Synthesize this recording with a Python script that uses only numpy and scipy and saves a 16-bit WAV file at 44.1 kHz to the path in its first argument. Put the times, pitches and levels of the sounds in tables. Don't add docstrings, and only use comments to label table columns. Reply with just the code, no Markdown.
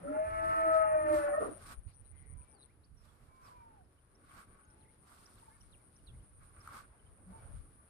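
import sys
import numpy as np
from scipy import signal
from scipy.fft import rfft, irfft, next_fast_len
from scipy.io import wavfile
from scipy.ndimage import uniform_filter1d

SR = 44100
rng = np.random.default_rng(int(sys.argv[2]) if len(sys.argv) > 2 else 0)


def unload_audio(sound):
    columns = np.transpose(np.atleast_2d(sound))
    steps = np.round(np.clip(columns, -1, 1) * 32767)
    wavfile.write(sys.argv[1], SR, steps.astype(np.int16))


def elevation(decibels):
    levels = np.asarray(decibels, float)
    return 10 ** (levels / 20)


N = 347949


def rms_one(x):
    return x / np.sqrt(np.mean(x ** 2) + 1e-20)


def in_time(rows, count=N):
    s, *columns = np.transpose(rows)
    return [np.interp(np.arange(count) / SR, s, c) for c in columns]


def swells(rows, rest_db, count=N):
    t = np.arange(count) / SR
    out = np.zeros((len(rows[0]) - 3, count)) + np.reshape(rest_db, (-1, 1))
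    for s, rise_s, fall_s, *tops_db in rows:
        away = np.maximum((s - t) / max(rise_s, .002), (t - s) / max(fall_s, .002))
        out = np.maximum(out, np.reshape(tops_db, (-1, 1)) - 10 * away)
    return out


def at_hz(points, hz):
    points = np.array(points)
    return np.interp(np.log(hz), np.log(points[:, 0]), points[:, 1])


def panned(db, left_right_db):
    return elevation([db + left_right_db / 2, db - left_right_db / 2])


def drift(rate, count=N):
    r = np.exp(-80 * np.pi * rate / SR)
    steps = rng.standard_normal(count // 40 + 2002)
    slow = signal.lfilter([1], [1, -2 * r, r * r], steps)[2000:]
    return np.interp(np.arange(count) / 40, np.arange(len(slow)), rms_one(slow))


def resonate(x, modes):
    out = 0
    for k, (hz, width_hz, db) in enumerate(modes):
        r = np.exp(-np.pi * width_hz / SR)
        feed = [1 - r * r, 0, r * r - 1]
        ring = [2, -4 * r * np.cos(2 * np.pi * hz / SR), 2 * r * r]
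        out = out + (-1) ** k * elevation(db) * signal.lfilter(feed, ring, x)
    return out


PORT_LAG_S = 0.00045


def sine_pair(hz, gains, lag=PORT_LAG_S):
    turn = 2 * np.pi * np.cumsum(hz) / SR + rng.uniform(0, 2 * np.pi)
    return np.sqrt(2) * gains * np.sin([turn, turn - 2 * np.pi * hz * lag])


# pitch_hz, likeness (0-1)
PORT_LIKENESS = [(40, 0.84), (130, 1), (290, 0.88), (640, 0.2), (1400, 0), (15000, 0)]


def coloured(spectrum, patchy_db, rate):
    size = next_fast_len(N)
    hz = np.maximum(np.arange(size // 2 + 1) * SR / size, 1)
    alike = np.clip(at_hz(PORT_LIKENESS, hz), 0, 1)
    mid, side = rfft(rng.standard_normal((2, size))) * elevation(at_hz(spectrum, hz))
    pair = np.sqrt(1 + alike) * mid + np.sqrt(1 - alike) * side * [[1], [-1]]
    out = 0
    for octave in np.arange(4, 15., 2):
        share = np.clip(1 - abs(np.log2(hz) - octave) / 2, 0, 1)
        out = out + irfft(pair * share, size)[:, :N] * elevation(patchy_db * drift(rate))
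    return rms_one(out)


# pitch_hz, level_db (per Hz)
AIR_COLOUR = [(30, -24.5), (60, 1.5), (110, -2.5), (200, -4.5), (450, -8.5), (800, -14), (1500, -16.5),
              (2900, -27.5), (5500, -33.5), (6500, -38.5), (8200, -39.5), (12000, -35.5), (15200, -55)]
# start_s, level_db
AIR_LEVEL = [(1.6, -62), (1.76, -71), (1.93, -76), (2.37, -71), (2.86, -79), (3.65, -68), (4.02, -77.5),
             (4.47, -70), (4.72, -73.5), (7.31, -71.5), (7.38, -65.5), (7.89, -74)]


def far_air():
    hush_db, = in_time(AIR_LEVEL)
    level_db = -66.5 + .7 * (hush_db - hush_db.mean())
    return elevation(level_db) * coloured(AIR_COLOUR, patchy_db=2, rate=5.4)


# start_s (of the top), rise_s, fall_s, left level_db, right level_db
GUSTS = [(.37, 0.31, 0.28, -49, -48), (1.39, 3.2, 0.47, -53.5, -53.5), (1.8, 0.85, 0.018, -56, -58),
         (1.878, 0.026, 0.022, -71, -41), (2.147, .04, 0.19, -65, -48), (2.368, 0.31, 0.053, -59, -45),
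         (2.9, .2, 0.96, -78, -57), (3.846, 0.75, 0.12, -63, -61.5), (4.384, 0.28, .08, -60, -60.5),
         (5.4, 1.8, .9, -65, -65), (5.744, 0.35, 0.17, -64, -57.5), (6.088, 0.12, 0.76, -56.5, -55),
         (6.71, 0.49, 1.1, -61.5, -60), (7.557, 0.39, 0.11, -48.5, -49)]
# start_s (of the middle), peak level_db, pitch_hz, left-right level_db
KNOCKS = [
    (1.787, -35, 44, 28),
    (1.872, -33, 66, -25),
    (0.35, -46, 70, -5),
]


def wind():
    levels_db = swells(GUSTS, rest_db=-67.5)
    shared, left, right = rng.standard_normal((3, N))
    flow = np.array([left * elevation(5.0 * drift(6.6)), right * elevation(4.9 * drift(30))])
    flow = flow + 1.58 * shared * elevation(4.0 * drift(7.2))
    flow = signal.sosfilt(signal.butter(3, [25, 115], "band", fs=SR, output="sos"), flow)
    out = elevation(levels_db - 1.0) * rms_one(flow)
    t = np.arange(-1500, 1500) / SR
    for s, peak_db, hz, pan_db in KNOCKS:
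        knock = np.sin(2 * np.pi * hz * t) * np.exp(-(t / 0.012) ** 2)
        gains = elevation([[peak_db + min(pan_db, 0)], [peak_db - max(pan_db, 0)]])
        out[:, round(s * SR) - 1500:][:, :3000] += gains * knock
    return out


def cricket(trills, hz, pulse_hz):
    place = (in_time(trills)[0] + 0.587) % 1
    swell = np.interp(place, [0, .12, .26, .88, .92, 1], [.02, .02, 0.62, 0.8, .02, .02])
    beat = np.cumsum(pulse_hz * (1 + .012 * drift(3.64))) / SR
    strokes = np.sin(np.pi * beat) ** 2
    wing_hz = hz - 900 * (beat % 1 - .5) + 55 * drift(200)
    wing = np.sin(2 * np.pi * np.cumsum(wing_hz) / SR)
    return rms_one(wing * strokes ** 1.6 * swell * elevation(1.5 * drift(90)))


# start_s, trills so far (count)
LEFT_TRILLS = [(0, .35), (.9, 8.99), (3.9, 36.75), (5.1, 48.82), (6, 57.39), (6.6, 63.31), (7.88, 75.24)]
RIGHT_TRILLS = [(0, -.6), (.75, 6.65), (1.2, 10.59), (5.85, 54.75), (6.9, 65.38), (7.2, 68.54),
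                (7.88, 75.1)]
# start_s (of the top), rise_s, fall_s,
# left cricket level_db, right cricket level_db
BOUTS = [
    (1.458, 1.26, 0.26, -51, -69),
    (2.4, 1.2, 0.1, -58, -79),
    (2.665, 0.62, .005, -60, -91),
    (4.385, 0.34, 4.5, -66.5, -79),
    (5.5, 1.1, 1.8, -65.5, -78),
    (6.73, 0.87, 0.23, -71, -64),
    (7.05, .3, 0.22, -70, -74),
    (7.4, .25, .4, -70, -63.5),
    (7.52, 0.42, 0.16, -66, -62),
]
# start_s, level_db
BUZZ = [(0, -67.5), (1.46, -64), (1.87, -76), (2.43, -77), (4.0, -79.5), (5.16, -74.5), (6.73, -71.5),
        (6.92, -76.5), (7.52, -69)]


def insects():
    left_db, right_db = swells(BOUTS, rest_db=[-86, -95])
    buzz_db, = in_time(BUZZ)
    left = elevation(left_db - .8) * cricket(LEFT_TRILLS, 9282, 135)
    right = elevation(right_db - 0.5) * cricket(RIGHT_TRILLS, 9000, 130)
    leak = elevation(-33.0)
    crickets = np.array([left + leak * right, right + leak * left])
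    buzz = resonate(resonate(rng.standard_normal(N), [(9570, 840, 0)]), [(10100, 830, 0)])
    return crickets, panned(buzz_db - 9, 20.1) * rms_one(buzz)


# start_s (of the top), rise_s, fall_s, hiss of blades level_db, hollow scuff level_db
STEPS = [(.535, 0.23, 0.24, -73.5, -61), (.742, 0.094, 0.096, -72, -57),
         (1.169, 0.056, 0.064, -62.5, -49.5), (1.45, 0.23, 0.19, -79.5, -63.5),
         (1.725, 0.086, 0.016, -65, -51), (1.9, 0.042, 0.053, -85, -80), (2.306, 0.26, 0.27, -95, -76.5),
         (3.054, 0.094, 0.52, -82, -70.5), (3.488, 0.11, 0.063, -77.5, -63), (3.61, 0.08, 0.19, -91.5, -71),
         (4.391, .11, 0.053, -73.5, -56), (4.602, 0.49, 0.1, -88, -66.5), (5.09, 0.073, 0.86, -78.5, -67),
         (6.432, 0.094, 0.19, -83.5, -67), (6.77, 0.13, 0.054, -70, -52.5), (7.32, 0.12, 0.66, -84, -68),
         (7.58, 0.52, 0.062, -85.5, -71)]
# pitch_hz, level_db (per Hz)
BLADES = [(200, -0.5), (450, -8), (1200, 0.5), (2100, -12), (3000, -13), (4600, -11), (6700, -18),
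          (8500, -8), (10800, -18), (12400, -15), (15400, -22.5)]
# pitch_hz, width_hz, level_db
SHOE_HOLLOW = [(1123, 69, 6.5), (1486, 280, -1.5), (497, 170, -12.5), (2150, 430, -8.5)]
# start_s, peak level_db, ring pitch_hz
TWIG_SNAPS = [(6.675, -37, 1300), (6.689, -46, 1150), (6.735, -45, 1350), (6.744, -43, 1250),
              (6.754, -41, 1250), (6.769, -43, 1150), (6.78, -46, 1250), (6.79, -46, 1200),
              (2.415, -64, 2500), (3.27, -67, 9000), (3.72, -69, 11000), (3.81, -64, 1500),
              (4.652, -67, 6500), (4.6, -65, 1400)]


def grass():
    hiss_db, scuff_db = swells(STEPS, rest_db=[-95, -89])
    hiss_db = hiss_db + 13.0 - 0.81 * np.clip(-80.5 - hiss_db, 0, 6)
    hiss = panned(hiss_db, -4.5) * coloured(BLADES, patchy_db=2.0, rate=32)
    scuff_db = scuff_db - .5 * np.clip(-65 - scuff_db, 0, 8)
    grains = rng.standard_normal((2, N)) * elevation(2.7 * drift(49))
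    scuff = elevation(scuff_db) * rms_one(resonate(resonate(grains, SHOE_HOLLOW), [(1280, 1230, 0)]))
    t = np.arange(300) / SR
    for s, peak_db, hz in TWIG_SNAPS:
        crack = 0.2 * rng.standard_normal((2, len(t))) * np.exp(-t / 0.001)
        ring = np.sin(2 * np.pi * hz * t) * np.minimum(t / .0012, 1) + crack
        scuff[:, round(s * SR):][:, :len(t)] += elevation(peak_db) * ring * np.exp(-t / 0.0025) * 1.36
    return hiss + scuff


# start_s, length_s, pitch_hz, width_hz, level_db
HOARSE_BANDS = [(0.065, .035, 1330, 99, -51.5), (.12, .035, 1344, 64, -51.5), (.15, .035, 1410, 90, -52.5),
                (1.32, 0.067, 1238, 25, -45), (1.32, 0.0696, 1100, 40, -52), (1.32, 0.083, 1825, 40, -51),
                (1.33, .05, 1410, 40, -55), (1.425, 0.04, 1370, 70, -48), (1.4, .075, 1170, 100, -44.5),
                (1.395, .12, 420, 170, -45.5), (1.45, .1, 623, 80, -53.5), (1.46, .09, 1160, 270, -57.5),
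                (1.16, .17, 1490, 40, -51.5), (1.325, .04, 648, 22, -48), (1.44, .11, 300, 90, -50),
                (1.5, .12, 600, 120, -60), (.04, .085, 275, 17, -46), (.125, .055, 283, 20, -48),
                (1, .19, 285, 45, -55.5), (1.27, 0.091, 760, 40, -50.5), (1.08, .16, 1150, 100, -53),
                (1.39, .12, 1040, 320, -56), (2.087, .3, 2040, 260, -75), (1.86, 0.1, 4300, 900, -80),
                (1.87, .06, 2300, 700, -75.5), (2.045, .03, 3950, 200, -82), (7.24, 0.37, 430, 480, -66)]


def hoarse_bands():
    out = np.zeros((2, N))
    for s, length_s, hz, width_hz, db in HOARSE_BANDS:
        at, size = round(s * SR), round(length_s * SR)
        band = resonate(rng.standard_normal((2, size)), [(hz, width_hz, 0)])
        band = resonate(band, [(hz, 2 * width_hz, 0)])
        out[:, at:at + size] += elevation(db) * rms_one(band) * signal.windows.tukey(size, .5)
    return out


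def sliding_notes(rows, wobble_hz, pan_db, bend, uneven_db):
    out = np.zeros((2, N))
    wobble, uneven = wobble_hz * drift(60), elevation(uneven_db * drift(76))
    for s, length_s, start_hz, end_hz, db in rows:
        at, size = round(s * SR), round(length_s * SR)
        curve = bend if end_hz < start_hz else 1 / bend
        hz = start_hz * (end_hz / start_hz) ** np.linspace(0, 1, size) ** curve + wobble[at:at + size]
        late_peak = np.linspace(.25, 1.25, size) ** max(curve - 1, 0)
        fade = signal.windows.tukey(size, .6) * late_peak
        out[:, at:at + size] += sine_pair(hz, panned(db, pan_db)[:, None] * fade)
    return out * uneven * elevation(7.0)


# start_s, length_s, start pitch_hz, end pitch_hz, level_db
FOWL = [(0, 0.072, 158, 177, -63.5), (2.27, 0.2, 1010, 960, -75), (2.45, 0.16, 900, 720, -78),
        (2.28, .3, 2340, 2300, -91), (3.2, .6, 1060, 820, -66), (3.7, .14, 870, 660, -70),
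        (3.52, .13, 2400, 2270, -85), (3.39, .11, 2540, 2510, -89), (3.22, .23, 2290, 2270, -90),
        (3.6, .2, 1400, 1300, -87), (4.45, 0.54, 863, 862, -83), (4.5, 0.27, 1490, 1487, -79),
        (5.412, 0.028, 930, 900, -65), (5.475, 0.02, 890, 900, -66), (5.535, 0.026, 894, 890, -76),
        (5.485, 0.06, 1380, 1830, -81), (5.535, .05, 1840, 1640, -84), (5.505, 0.062, 1950, 2250, -86),
        (5.59, .085, 2245, 2235, -91), (7.31, 0.071, 895, 892, -61), (7.32, 0.11, 2300, 2260, -85),
        (7.78, 0.035, 1155, 1160, -75), (7.25, 0.1, 186, 187, -61)]


def far_fowl():
    return sliding_notes(FOWL, wobble_hz=7, pan_db=-0.81, bend=2.2, uneven_db=1.5)


# start_s, length_s, start pitch_hz, end pitch_hz, level_db
BIRDS = [(2.535, .06, 4950, 3950, -89), (2.58, .08, 4050, 3400, -83), (2.619, .026, 3950, 4100, -79),
         (2.833, .024, 3500, 6100, -82), (2.845, .02, 4500, 4700, -88), (2.605, .03, 5100, 4200, -92),
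         (4.84, .035, 2250, 1900, -86), (2.96, .078, 5750, 5120, -88), (1.93, .04, 5900, 6000, -90),
         (3.425, .071, 5950, 4400, -82), (6.06, .055, 4800, 2900, -75), (6.6, .023, 5000, 5800, -79),
         (2.17, .03, 3320, 3260, -89), (3.07, .045, 3700, 3150, -87), (3.84, .03, 5000, 5250, -96),
         (3.975, .025, 3100, 2900, -91)]
# length_s, start pitch_hz, end pitch_hz
FLICK_UP = (.014, 5100, 6150)
DIVE = (.05, 4800, 2200)
CLOSE = (.05, 2080, 2260)
CHIP = (.018, 3110, 2940)
# start_s, wait_s (before the dive), flick level_db, dive level_db, close level_db
PHRASES = [
    (1.93, 0.11, -90, -102, -99),
    (2.51, .1, -87, -99, -89),
    (4.149, 0.13, -81, -87, -99),
    (4.7, 0.1, -86, -87.5, -86),
    (5.256, 0.107, -71, -81.5, -90),
    (5.605, .11, -71, -79.5, -94),
    (5.96, 0.098, -82, -83, -92),
]
# start_s, level_db
CHIPS = [
    (4.63, -94),
    (5.605, -81),
    (5.985, -82.5),
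    (6.195, -87),
    (6.99, -85),
    (7.06, -82.5),
]


def small_birds():
    rows = BIRDS + [(s, *CHIP, db) for s, db in CHIPS]
    for s, wait_s, flick_db, dive_db, close_db in PHRASES:
        rows.append((s, *FLICK_UP, flick_db))
        rows.append((s + wait_s, *DIVE, dive_db))
        rows.append((s + wait_s + .068, *CLOSE, close_db))
    return sliding_notes(rows, wobble_hz=110, pan_db=-8.5, bend=1, uneven_db=2.5)


# start_s (of the top), rise_s, fall_s, rasp level_db, low croak level_db
BREATH_PUSHES = [
    (.12, 0.16, .12, -60, -62),
    (.52, 0.083, .4, -47.5, -70),
    (.75, .5, 0.4, -49, -68),
    (1.15, .2, 0.87, -47.5, -67),
    (1.41, 0.011, 0.18, -54, -46.5),
]
# pitch_hz, width_hz, level_db
THROAT = [(710, 130, 4), (1294, 160, 5.5), (1454, 220, 0), (1810, 120, -0.5), (2270, 390, -7),
          (2620, 890, -9.5)]


def throat_breath(count):
    t = np.arange(count) / SR
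    ending_db = 137 * np.clip(t - 1.422, 0, 1)
    rasp_db, croak_db = swells(BREATH_PUSHES, rest_db=-90, count=count) - ending_db
    breath = rng.standard_normal((2, count)) * elevation(2 * drift(80, count))
    rasp = signal.sosfilt(signal.butter(2, [650, 3200], "band", fs=SR, output="sos"), breath)
    rasp = resonate(resonate(rasp, THROAT), [(1310, 1100, 3.0), (2320, 740, -12.5)])
    croak = signal.sosfilt(signal.butter(4, 1300, fs=SR, output="sos"), breath)
    croak = resonate(resonate(croak, [(307, 555, 0.0068), (597, 350, 0.0038)]), [(395, 2100, 0)])
    return elevation(rasp_db - 0.5) * rms_one(rasp) + elevation(croak_db + 8.0) * rms_one(croak)


# start_s, pitch_hz, level_db
SECOND_VOICE = [(.04, 761, -73), (.15, 855, -57), (.42, 869.6, -51.5), (.55, 898, -52), (.85, 853.6, -50.5),
                (1.03, 893, -55.5), (1.13, 922, -46), (1.2, 858, -55), (1.31, 850, -55)]
# main voice (times), second voice (times),
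# level_db (over the second voice)
SUM_TONES = [(0, 1, 1), (-1, 2, -3), (1, 1, -7), (0, 2, -4), (2, 1, -13), (1, 2, -16), (3, 1, -22),
             (-1, 3, -13), (4, 0, -24), (2, 2, -30), (5, 0, -35), (4, 1, -35), (2, -1, -22), (0, 3, -26)]


def second_voice(pitch, count):
    t = np.arange(count) / SR
    second, second_db = in_time(SECOND_VOICE, count=count)
    second = second + 8 * drift(35, count) + 40 * np.clip(t - 1.15, 0, .2) * drift(100, count)
    steady_db = uniform_filter1d(second_db, size=6000) + 25 * np.clip(t - 1.15, 0, .12)
    out = np.zeros((2, count))
    for main_times, second_times, mix_db in SUM_TONES:
        sides_db = np.array([3.5 * drift(8, count), 3.5 * drift(11.0, count)])
        fading = elevation(sides_db + 3 * drift(70, count))
        level_db = second_db if main_times == 0 and second_times == 1 else steady_db
        hz = main_times * pitch + second_times * second
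        out += fading * sine_pair(hz, elevation(level_db + mix_db))
    return out


# start_s (of the top), rise_s, fall_s, level_db
CHEST = [
    (.11, 0.041, 0.046, -43.5),
    (.3, 0.028, 0.038, -61.5),
    (.452, 0.035, 0.041, -50),
    (.666, 0.18, 0.095, -47.5),
    (1.06, .03, .1, -43.5),
    (1.135, 0.076, 0.06, -37.5),
    (1.3, .2, 0.045, -52.5),
]


def chest_tone(count):
    hz = np.interp(np.arange(count) / SR, [0, .3], [258, 321]) + 3 * drift(21, count)
    level_db, = swells(CHEST, rest_db=-77.5, count=count)
    return sine_pair(hz, panned(level_db - 1.0 + 3.6 * drift(22, count), -1.5))


# start_s, pitch_hz
CROW = [(.03, 544), (.11, 606), (.28, 649), (.52, 650), (.82, 639), (1.15, 602), (1.24, 581), (1.355, 585),
        (1.372, 614)]
# start_s (of the top), rise_s, fall_s, left level_db, right level_db
SURGES = [(.057, .018, .012, -41, -41), (.077, .008, .014, -40, -40), (.103, .008, .03, -37, -39),
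          (.14, .1, .1, -36, -37.5), (.2, .07, .07, -29.5, -32), (.285, .17, .025, -40, -35),
          (.36, .1, .03, -36, -41), (.405, .15, .03, -33, -44), (.33, .06, .1, -37, -50),
          (.45, .15, .15, -32, -42), (.5, .12, .11, -33, -39), (.6, .13, .5, -38, -31),
          (.685, .08, .5, -27.5, -30), (.72, .1, .1, -26, -30), (.77, .11, .17, -23, -30.5),
          (.822, .2, .075, -23.5, -32), (.925, .05, .05, -30, -27), (.957, .08, .06, -26, -27),
          (1.012, .08, .06, -31, -30), (1.066, .06, .1, -31, -33), (1.11, .06, .08, -29, -25),
          (1.14, .1, .1, -29, -28), (1.172, .15, .045, -27, -29.5), (1.245, .02, .12, -30, -31),
          (1.29, .1, .025, -30, -33), (1.328, .025, .03, -29, -33), (1.348, .06, .011, -28, -30),
          (1.384, .007, .009, -23, -25), (1.426, .012, .009, -32, -31.5), (1.455, .015, .02, -43, -45)]
# start_s, level_db
BEAK = [(.05, -68), (.35, -42), (.5, -34.5), (.72, -32.5), (.86, -34), (.92, -43), (1.2, -44), (1.34, -62),
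        (1.385, -41), (1.5, -66)]
# start_s, main voice lag, octave lag (both in port lags)
WALL_TURN = [(.265, 1, .97), (.3, 2.2, .96), (.38, 1.85, .94), (.53, 1.72, .92), (.63, .78, .9),
             (.75, .8, .62), (.89, 1.45, .7), (.95, 1.05, .8), (1.13, .9, .8), (1.4, 1.05, .8)]


def rooster():
    count = round(1.75 * SR)
    t = np.arange(count) / SR
    pitch = in_time(CROW, count=count)[0] + .8 * drift(23, count)
    sides_db = uniform_filter1d(swells(SURGES, rest_db=-61, count=count), size=250)
    octave_db, = in_time(BEAK, count=count)
    third_db, = swells([(0.47, .04, 9.0, -55)], rest_db=-89.0, count=count) - 250 * np.clip(t - 1.41, 0, 1)
    lag, octave_lag = PORT_LAG_S * np.array(in_time(WALL_TURN, count=count))
    octave_pan_db = np.interp(t, [.7, .83, .9], [0, 9, 1]) + drift(4.2, count)
    main = sine_pair(pitch, elevation(sides_db + 0.6 * drift(32, count)), lag)
    octave_gains = panned(octave_db + 0.58 * drift(35, count), octave_pan_db)
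    octave = sine_pair(2 * pitch, octave_gains, octave_lag)
    third_gains = panned(third_db - 1.5 + 3 * drift(26, count), 3 * drift(9.3, count))
    third = sine_pair(3 * pitch, third_gains)
    sounding = np.interp(t, [.03, .04, 1.46, 1.49], [0, 1, 1, 0])
    both = np.interp(t, [.03, .05, 1.31, 1.35], [0, 1, 1, 0])
    call = sounding * (main + octave + third)
    call += both * (chest_tone(count) + second_voice(pitch, count))
    call += throat_breath(count)
    return np.pad(call, ((0, 0), (0, N - count)))


def yard(x):
    t60_s = .3
    t = np.arange(int(t60_s * SR)) / SR
    tail = rng.standard_normal((2, len(t))) * elevation(-60 * t / t60_s) * (t > .012)
    tail /= np.sqrt(np.sum(tail ** 2, axis=1, keepdims=True))
    return signal.fftconvolve(x, tail, axes=1)[:, :N]


def scene():
    crickets, buzz = insects()
    fowl, birds, call = far_fowl(), small_birds(), rooster()
    echoes = yard(elevation(-20) * call + elevation(-15) * birds + elevation(-13) * fowl + elevation(-21) * crickets)
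    background = far_air() + wind() + crickets + buzz + grass() + hoarse_bands()
    return background + fowl + birds + call + echoes


def top_cut(x):
    return signal.sosfilt(signal.butter(12, 15400, fs=SR, output="sos"), x)


def record(dry):
    mix = signal.sosfilt(signal.cheby2(10, 50, 15900, fs=SR, output="sos"), dry)
    return top_cut(mix)


dry = scene()
out = record(dry)
unload_audio(out)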